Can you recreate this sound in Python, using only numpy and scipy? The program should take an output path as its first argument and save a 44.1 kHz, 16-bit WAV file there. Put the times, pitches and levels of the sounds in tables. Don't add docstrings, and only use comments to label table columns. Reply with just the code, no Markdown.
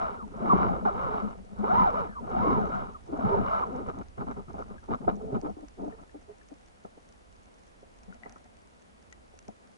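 import sys
import numpy as np
from scipy import signal
from scipy.fft import rfft, irfft
from scipy.io import wavfile
from scipy.ndimage import uniform_filter1d

SR = 44100
rng = np.random.default_rng(int(sys.argv[2]) if len(sys.argv) > 2 else 0)


def master(y):
    cut = np.clip(np.atleast_2d(y).T, -1, 1)
    pcm = np.round(cut * 32767)
    wavfile.write(sys.argv[1], SR, pcm.astype(np.int16))


N = 430857
TIME = np.arange(N) / SR
FREQS = np.fft.rfftfreq(8192, 1 / SR)
LEAD = 2048

# f/Hz, half width/Hz, left microphone level/dB, right microphone level/dB
WALL_MODES = [(52.4, 66, -14, -9.5), (108, 32, -8, -1.5), (201, 38.3, 2, -4), (300, 95, -7.5, -14),
              (418.5, 54, -43, -3), (532, 58, -15, -16.5), (724, 118, 1, -9), (817, 183, -8.5, 0.5),
              (935, 18, -9, -11), (1022, 110, -2.5, -2.5), (1286, 104, -1.5, -2), (1437, 129, -9.5, -21.5),
              (1970, 74, -31.5, -39), (2282, 266, -29, -30), (2885, 160, -28.5, -34), (3795, 250, -36, -70),
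              (5230, 1000, -47.5, -52.5)]
# f/Hz, left lag/rad
MIC_LAG = [(45, .1), (113, 2.9), (210, 2.3), (250, 1.2), (310, -2), (410, 0), (500, 1.5), (680, 2.7),
           (860, 3.1), (935, 4.1), (1000, 2.5), (1270, 2.2), (1500, 3.4), (1850, 2.6), (2150, 1.6),
           (2550, 2.7), (3000, 2.5), (3500, -.9), (3900, .4), (5400, -1), (9000, 0)]
# t/s at top speed, rise/s from half speed, fall/s to half speed,
# top strand rate/Hz, rubbing level/dB, buzz level/dB, sloshing level/dB
PULLS = [(.015, 0.11, 0.12, 733.5, -31.5, -35.5, -40), (.58, 0.15, 0.17, 1173, -30, -31, -24.5),
         (.858, .008, .06, 830.5, -30.5, -25, -35), (1.04, .14, 0.095, 576.4, -32.5, -35.5, -34),
         (1.15, .1, .12, 446, -32, -41, -35), (1.805, .135, .11, 1037, -27, -21.5, -28.5),
         (1.975, 0.065, 0.084, 635, -31.5, -31.5, -35), (2.485, .16, 0.18, 1118, -30.5, -28.5, -24.5),
         (2.755, .1, 0.12, 738.5, -35, -39.5, -34.5), (3.32, 0.13, 0.15, 969, -32, -31, -25.5),
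         (3.55, 0.15, 0.098, 686.4, -29.5, -34, -43), (3.765, .14, 0.12, 290.3, -38, -35, -36)]
# t/s, length/s, rubbing level/dB, sloshing level/dB
TUGS = [(3.862, 0.043, -36.5, -34), (3.938, .075, -42.5, -37), (4.191, 0.033, -35.5, -32),
        (4.27, 0.048, -36, -34), (4.37, 0.029, -39.5, -35), (4.485, 0.027, -40.5, -40.5),
        (4.548, 0.071, -38, -37.5), (4.658, 0.095, -46.5, -43.5), (4.83, 0.022, -50, -54),
        (4.909, 0.026, -30, -33), (5.01, 0.058, -46, -37), (5.082, 0.021, -29.5, -30),
        (5.13, .19, -54, -39), (5.331, 0.04, -37, -27.5), (5.452, 0.038, -41, -35.5),
        (5.574, 0.065, -62.5, -55), (5.787, 0.041, -50, -37.5), (5.864, 0.066, -49, -46.5),
        (5.981, 0.049, -52, -50.5)]
# f/Hz, level/dB
GRIT_COLOUR = [(100, -3.5), (350, -6.5), (780, 0), (1200, 4.5), (2200, 6), (3800, 4.5), (9000, 3)]
TICK_COLOUR = [(90, -2.5), (450, 0), (900, -5.5), (1350, -7), (1800, -6), (5000, -7)]
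# t/s, level/dB
SWELL = [(0, -50.5), (5.1, -51.5), (5.7, -55.5), (6.9, -65), (7.2, -59), (7.6, -63), (8.2, -59.5),
         (8.7, -67), (9.4, -61), (9.77, -75)]
# f/Hz, level/dB
HISS_COLOUR = [(40, -19), (90, -0.5), (140, -4), (220, 0.5), (320, -5), (500, -4), (750, -8.5), (1200, -13),
               (2000, -16.5), (4100, -21.5), (6100, -22), (10800, -26)]
SIDE_COLOUR = [(100, 2), (500, 5.5), (1200, 8.5), (2500, 4), (5000, -1), (10000, -6.5)]
# t/s, length/s, start f/Hz, end f/Hz, level/dB
ZIPS = [(0.161, 0.099, 1647, 760, -35.5), (0.489, 0.05, 1145, 1063, -13), (0.849, 0.044, 1650, 1227, -42),
        (2.052, 0.11, 2052, 1460, -42), (2.15, 0.055, 1233, 902, -31), (2.721, 0.045, 1303, 1591, -26.5),
        (2.839, 0.12, 1420, 820, -48), (2.939, 0.037, 1405, 1023, -37), (3.308, 0.0599, 999, 850, -20),
        (3.48, 0.13, 1100, 1411, -26), (3.622, 0.024, 1268, 996, -21.5)]
# t/s, level/dB, f/Hz, life/s
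GLUGS = [(0.228, -35, 210, 0.036), (0.422, -25, 217, 0.023), (0.533, -16, 190, 0.024),
         (0.58, -28, 209, 0.04), (0.609, -27, 197, 0.046), (0.827, -26.5, 200.1, 0.037),
         (1.223, -24, 205.3, 0.052), (1.38, -40.5, 195, 0.036), (1.504, -35.5, 199.8, 0.069),
         (1.585, -23, 205, 0.064), (1.728, -22, 188.9, 0.026), (2.085, -32.5, 204.8, 0.038),
         (2.21, -31, 223.8, 0.04), (2.462, -20.5, 304, 0.04), (2.521, -20, 249, 0.04),
         (2.572, -17.5, 198.5, 0.035), (3.077, -36, 331.5, 0.057), (3.127, -23, 291, 0.031),
         (3.308, -19.5, 393.8, 0.062), (3.385, -21.5, 192, 0.03), (4.706, -36.5, 202.5, 0.03),
         (4.884, -31, 293.7, 0.046), (4.935, -31, 240.4, 0.034), (5.117, -27, 199.4, 0.055),
         (5.203, -34, 430, .11), (5.288, -35, 264, 0.062), (5.321, -32, 394.3, 0.0314),
         (5.351, -26.5, 225.5, 0.034), (5.426, -27, 301.4, 0.061), (5.486, -29, 199.4, 0.022),
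         (5.566, -36, 306, 0.057), (5.626, -37.5, 289, 0.028), (5.787, -36, 265.4, 0.035),
         (5.825, -27.5, 291.6, 0.05), (5.914, -41, 438, 0.045), (6.146, -35, 292.6, 0.03),
         (6.288, -38, 408, 0.031), (6.518, -36.5, 287, 0.019), (8.077, -38.5, 184, 0.046),
         (9.486, -41, 218, 0.031)]
# t/s, level/dB, treble level/dB
KNOCKS = [(0.531, -13, -17.5), (0.629, -18.5, 9), (.854, -25, -1), (1.64, -21, -9), (1.953, -26, 2),
          (2.323, -31, -7), (4.178, -33, -5), (4.366, -33, -24), (4.54, -31.5, -12), (4.887, -29.5, -12),
          (4.914, -22, -18), (5.077, -13, -17), (5.351, -28.5, 7), (5.446, -26, -11), (5.876, -28, -25),
          (6.848, -32.5, -17), (6.975, -40.5, -19), (7.829, -43, -24), (8.259, -34.5, -11),
          (8.358, -38.5, 1), (9.338, -45.5, -31), (9.484, -31.5, -20)]
# t/s, level/dB
NEAR_SNAPS = [(3.9872, -54.5), (5.4141, -52.5), (5.6843, -52.5), (6.4867, -57), (6.6837, -60),
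              (7.1247, -57), (8.295, -52), (8.3237, -53), (9.1264, -47.5), (9.3896, -50), (9.4814, -52)]
# f/Hz, level/dB
SNAP_COLOUR = [(300, -31), (1500, -2), (2200, -2), (3500, -11), (4800, -7), (6200, 1.5), (7500, -12.5),
               (11000, -22.5)]
# t/s, level/dB, f/Hz
CLINKS = [(4.782, -63.5, 1623), (5.9235, -67, 1809), (6.0945, -70, 1763), (6.413, -67.5, 1730),
          (8.1255, -60.5, 1445), (8.2342, -55, 1970), (8.2591, -62, 1990), (9.1252, -60.5, 1940)]
# f/Hz, level/dB
EDDY_COLOUR = [(100, -14.5), (240, 9.5), (400, -2.5), (750, 1), (1200, -14.5), (1900, 15.5),
               (2600, 8), (5000, -3.5)]


def undb(db):
    return 10 ** (np.asarray(db) / 20)


def unit(x):
    return x / np.sqrt(np.mean(x ** 2))


def band(x, lo_hz, hi_hz, order=2):
    return signal.sosfilt(signal.butter(order, [lo_hz, hi_hz], "band", fs=SR, output="sos"), x)


def walk(rate):
    step = int(SR / rate)
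    held = np.repeat(rng.standard_normal(N // step + 1), step)
    return unit(uniform_filter1d(held, step)[:N])


def causal(gain):
    cepstrum = irfft(np.log(gain))
    half = len(cepstrum) // 2
    cepstrum[1:half] *= 2
    cepstrum[half + 1:] = 0
    return np.exp(rfft(cepstrum))


def colour(x, points):
    hz, db = np.transpose(points)
    gain = undb(np.interp(np.log(FREQS + 1), np.log(hz + 1), db))
    return signal.fftconvolve(x, irfft(causal(gain)))[:len(x)]


def add(out, s, x, db):
    i = max(int(s * SR), 0)
    out[..., i:i + x.shape[-1]] += undb(db) * x[..., :N - i] / np.abs(x).max()


def housing():
    hz, width, left_db, right_db = np.transpose(WALL_MODES)
    shapes = 1 / (1 + ((FREQS[:, None] - hz) / width) ** 2) ** 2
    left, right = (np.sqrt(shapes @ undb(db) ** 2) for db in (left_db, right_db))
    both = np.sqrt(left * right)
    turn = np.exp(1j * np.interp(FREQS, *np.transpose(MIC_LAG)))
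    spectra = causal(both) / both * np.array([left, right * turn])
    response = np.roll(irfft(spectra), LEAD, axis=1)
    return response[:, :2 * LEAD] * signal.get_window(("tukey", .5), 2 * LEAD)


def ring(force, case):
    return signal.fftconvolve(force[None], case, axes=1)[:, LEAD:LEAD + len(force)]


def spread(near, far, case, far_db):
    return ring(near, case) + undb(far_db) * ring(far, case) * np.array([[1], [-1]])


def sweep_db(s, rise, fall):
    return -6 * np.abs((TIME - s) / np.where(TIME < s, rise, fall)) ** 1.9


def haul(creep_hz=115.7, attack_db_per_s=1297, release_db_per_s=484):
    rate, rub, buzz = creep_hz, -120, -120
    water = -43.5 - 4.5 * TIME
    for s, rise, fall, hz, rub_db, buzz_db, slosh_db in PULLS:
        speed_db = sweep_db(s, rise, fall)
        rate = np.maximum(rate, hz * undb(np.maximum(speed_db, -60)))
        rub = np.maximum(rub, rub_db + 1.15 * speed_db)
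        buzz = np.maximum(buzz, buzz_db + 2.12 * speed_db)
        water = np.maximum(water, slosh_db + 1.13 * speed_db)
    for s, length, rub_db, slosh_db in TUGS:
        attack = attack_db_per_s * (TIME - s)
        release = release_db_per_s * (s + length - TIME)
        grip_db = np.minimum(0, np.minimum(attack, release))
        rub = np.maximum(rub, rub_db + grip_db)
        buzz = np.maximum(buzz, rub_db - 17.5 + grip_db)
        water = np.maximum(water, slosh_db + grip_db)
    return rate, undb(rub), undb(buzz), undb(water)


def line(case, rate, rub_gain, buzz_gain, grit_db=1.5, judder_db=4, tick_db=-3):
    slow = 1 / (1 + (rate / 240) ** 3)
    waver = 1 + .026 * walk(260) + .01 * walk(30) + .2 * slow * walk(70)
    turns = np.cumsum(rate * waver) / SR
    strand = turns.astype(int)
    size = undb((2 + 1.8 * slow) * rng.standard_normal(N))[strand]
    contact = size * (.29 + np.exp(-(turns % 1) / .33))
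    friction = (rng.standard_normal(N) * contact * undb(grit_db * walk(500)) for _ in range(2))
    near, far = (colour(force, GRIT_COLOUR) for force in friction)
    rub = unit(spread(near, far, case, far_db=-12)) * (1 - .53 * slow)
    phase = 2 * np.pi * turns
    harmonics = sum(undb(db) * (np.sin(k * phase) + .5 * np.sin(.92 * k * phase))
                    for k, db in enumerate([0, -1, -9], 1))
    buzz = unit(ring(band(harmonics * size, 197, 3500, order=1), case))
    bumps = colour(np.diff(strand, prepend=0) * size, TICK_COLOUR)
    ticks = unit(ring(bumps, case)) * undb(tick_db) * slow
    judder = undb(judder_db * slow * walk(70))
    return ((rub + ticks) * rub_gain + buzz * buzz_gain) * judder


def bubble(hz, life, glide):
    t = np.arange(int(4 * life * SR)) / SR
    age = t / life
    return age * np.exp(-3 * age) * np.sin(2 * np.pi * hz * t * (1 + glide * age))


def churn(count=3000, cycles=4, scatter_db=3):
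    out = np.zeros(N)
    for when, pitch, strength in rng.random((count, 3)):
        hz = 105 * 7.27 ** (pitch ** .698)
        db = -scatter_db * np.log(strength + .014)
        add(out, when * TIME[-1], bubble(hz, cycles / hz, glide=.057), db)
    return out


def slosh(case, gain, wake_smooth_s=.096, wake_lag_s=.03):
    water = unit(spread(churn(), churn(), case, far_db=-9)) * gain * undb(-2)
    near, far = (band(rng.standard_normal(N), 16.3, 75.5, order=3) for _ in range(2))
    rumble = unit(spread(near, far, case, far_db=-13))
    smoothed = uniform_filter1d(gain, int(wake_smooth_s * SR))
    wake = np.interp(TIME - wake_lag_s, TIME, smoothed) * undb(-15)
    swell = undb(np.interp(TIME, *np.transpose(SWELL)))
    return water + rumble * np.hypot(wake, swell)


def hiss(mid_db=-63.5):
    mid, side = (colour(rng.standard_normal(N), HISS_COLOUR) for _ in range(2))
    side = colour(side, SIDE_COLOUR)
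    return (mid + side * np.array([[1], [-1]])) / np.std(mid) * undb(mid_db)


def zips(case, jitter=.049):
    out, drift = np.zeros((2, N)), walk(400)
    for s, length, start_hz, end_hz, db in ZIPS:
        age = np.linspace(0, 1, int(length * SR))
        waver = 1 + jitter * drift[int(s * SR):][:len(age)]
        hz = (start_hz + (end_hz - start_hz) * age) * waver
        tone = np.sin(2 * np.pi * np.cumsum(hz) / SR) * np.sin(np.pi * age)
        add(out, s - LEAD / SR, ring(np.pad(tone, LEAD), case), db)
    return out


def glugs(case):
    out = np.zeros((2, N))
    wobble, froth = walk(170), unit(band(rng.standard_normal(N), 377, 710))
    for s, db, hz, life in GLUGS:
        tone = bubble(hz, life, glide=.014)
        now = slice(int(s * SR), int(s * SR) + len(tone))
        envelope = np.abs(signal.hilbert(tone))
        glug = tone * (1 + .48 * wobble[now]) + .3 * envelope * froth[now]
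        add(out, s - .004 - LEAD / SR, ring(np.pad(glug, LEAD), case), db + 2.5)
    return out


def knocks(case, splash=.4, decay_s=.0082):
    out, t = np.zeros((2, N)), TIME[:2 * LEAD]
    for s, db, treble_db in KNOCKS:
        pushes = splash * rng.standard_normal((2, len(t))) * np.exp(-t / decay_s)
        pushes[0, 0] += 4
        softness = [(80, -6), (250, 2), (700, 1),
                    (1100, treble_db + 2), (2000, treble_db + 7), (4000, treble_db - 7)]
        near, far = (colour(np.pad(push, (LEAD, 0)), softness) for push in pushes)
        add(out, s + .002 - LEAD / SR, spread(near, far, case, far_db=-13.5), db + 3)
    return out


def shrimp(far_count=260, decay_s=.0015):
    out, t = np.zeros((2, N)), TIME[:LEAD // 2]
    distant = [(when * TIME[-1], -69 - 3 * np.log(distance + .011))
               for when, distance in rng.random((far_count, 2))]
    for s, db in list(NEAR_SNAPS) + distant:
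        shared, *each_mic = rng.standard_normal((3, len(t))) * np.exp(-t / decay_s)
        snap = np.array([colour(shared + 2.14 * own, SNAP_COLOUR) for own in each_mic])
        add(out, s, snap, db + 9.5)
    return out


def clinks(rough=.24, decay_s=.006):
    out, t = np.zeros((2, N)), TIME[:2 * LEAD]
    for s, db, hz in CLINKS:
        upper_partial = unit(band(rng.standard_normal(len(t)), 1.16 * hz, 1.17 * hz))
        tone = np.sin(2 * np.pi * hz * t) + rough * upper_partial
        add(out, s, np.outer([1, -.3], tone * np.exp(-t / decay_s)), db + 20.5)
    return out


def fish_stir(case, fish_db=-55.5, eddy_db=-69, flutter_db=6.5):
    eddies = (rng.standard_normal(N) * undb(flutter_db * walk(40)) for _ in range(2))
    near, far = (colour(force, EDDY_COLOUR) for force in eddies)
    db = np.maximum(eddy_db, fish_db + sweep_db(8.15, rise=.15, fall=.24))
    return unit(spread(near, far, case, far_db=-2.5)) * undb(db)


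def scene():
    case = housing()
    rate, rub_gain, buzz_gain, slosh_gain = haul()
    hauling = line(case, rate, rub_gain, buzz_gain) + zips(case) + slosh(case, slosh_gain)
    return hauling + fish_stir(case) + glugs(case) + knocks(case) + clinks() + shrimp() + hiss()


def record(dry, top_hz=11000):
    return signal.sosfilt(signal.ellip(10, .2, 70, top_hz, fs=SR, output="sos"), dry)


dry = scene()
out = record(dry)
master(out)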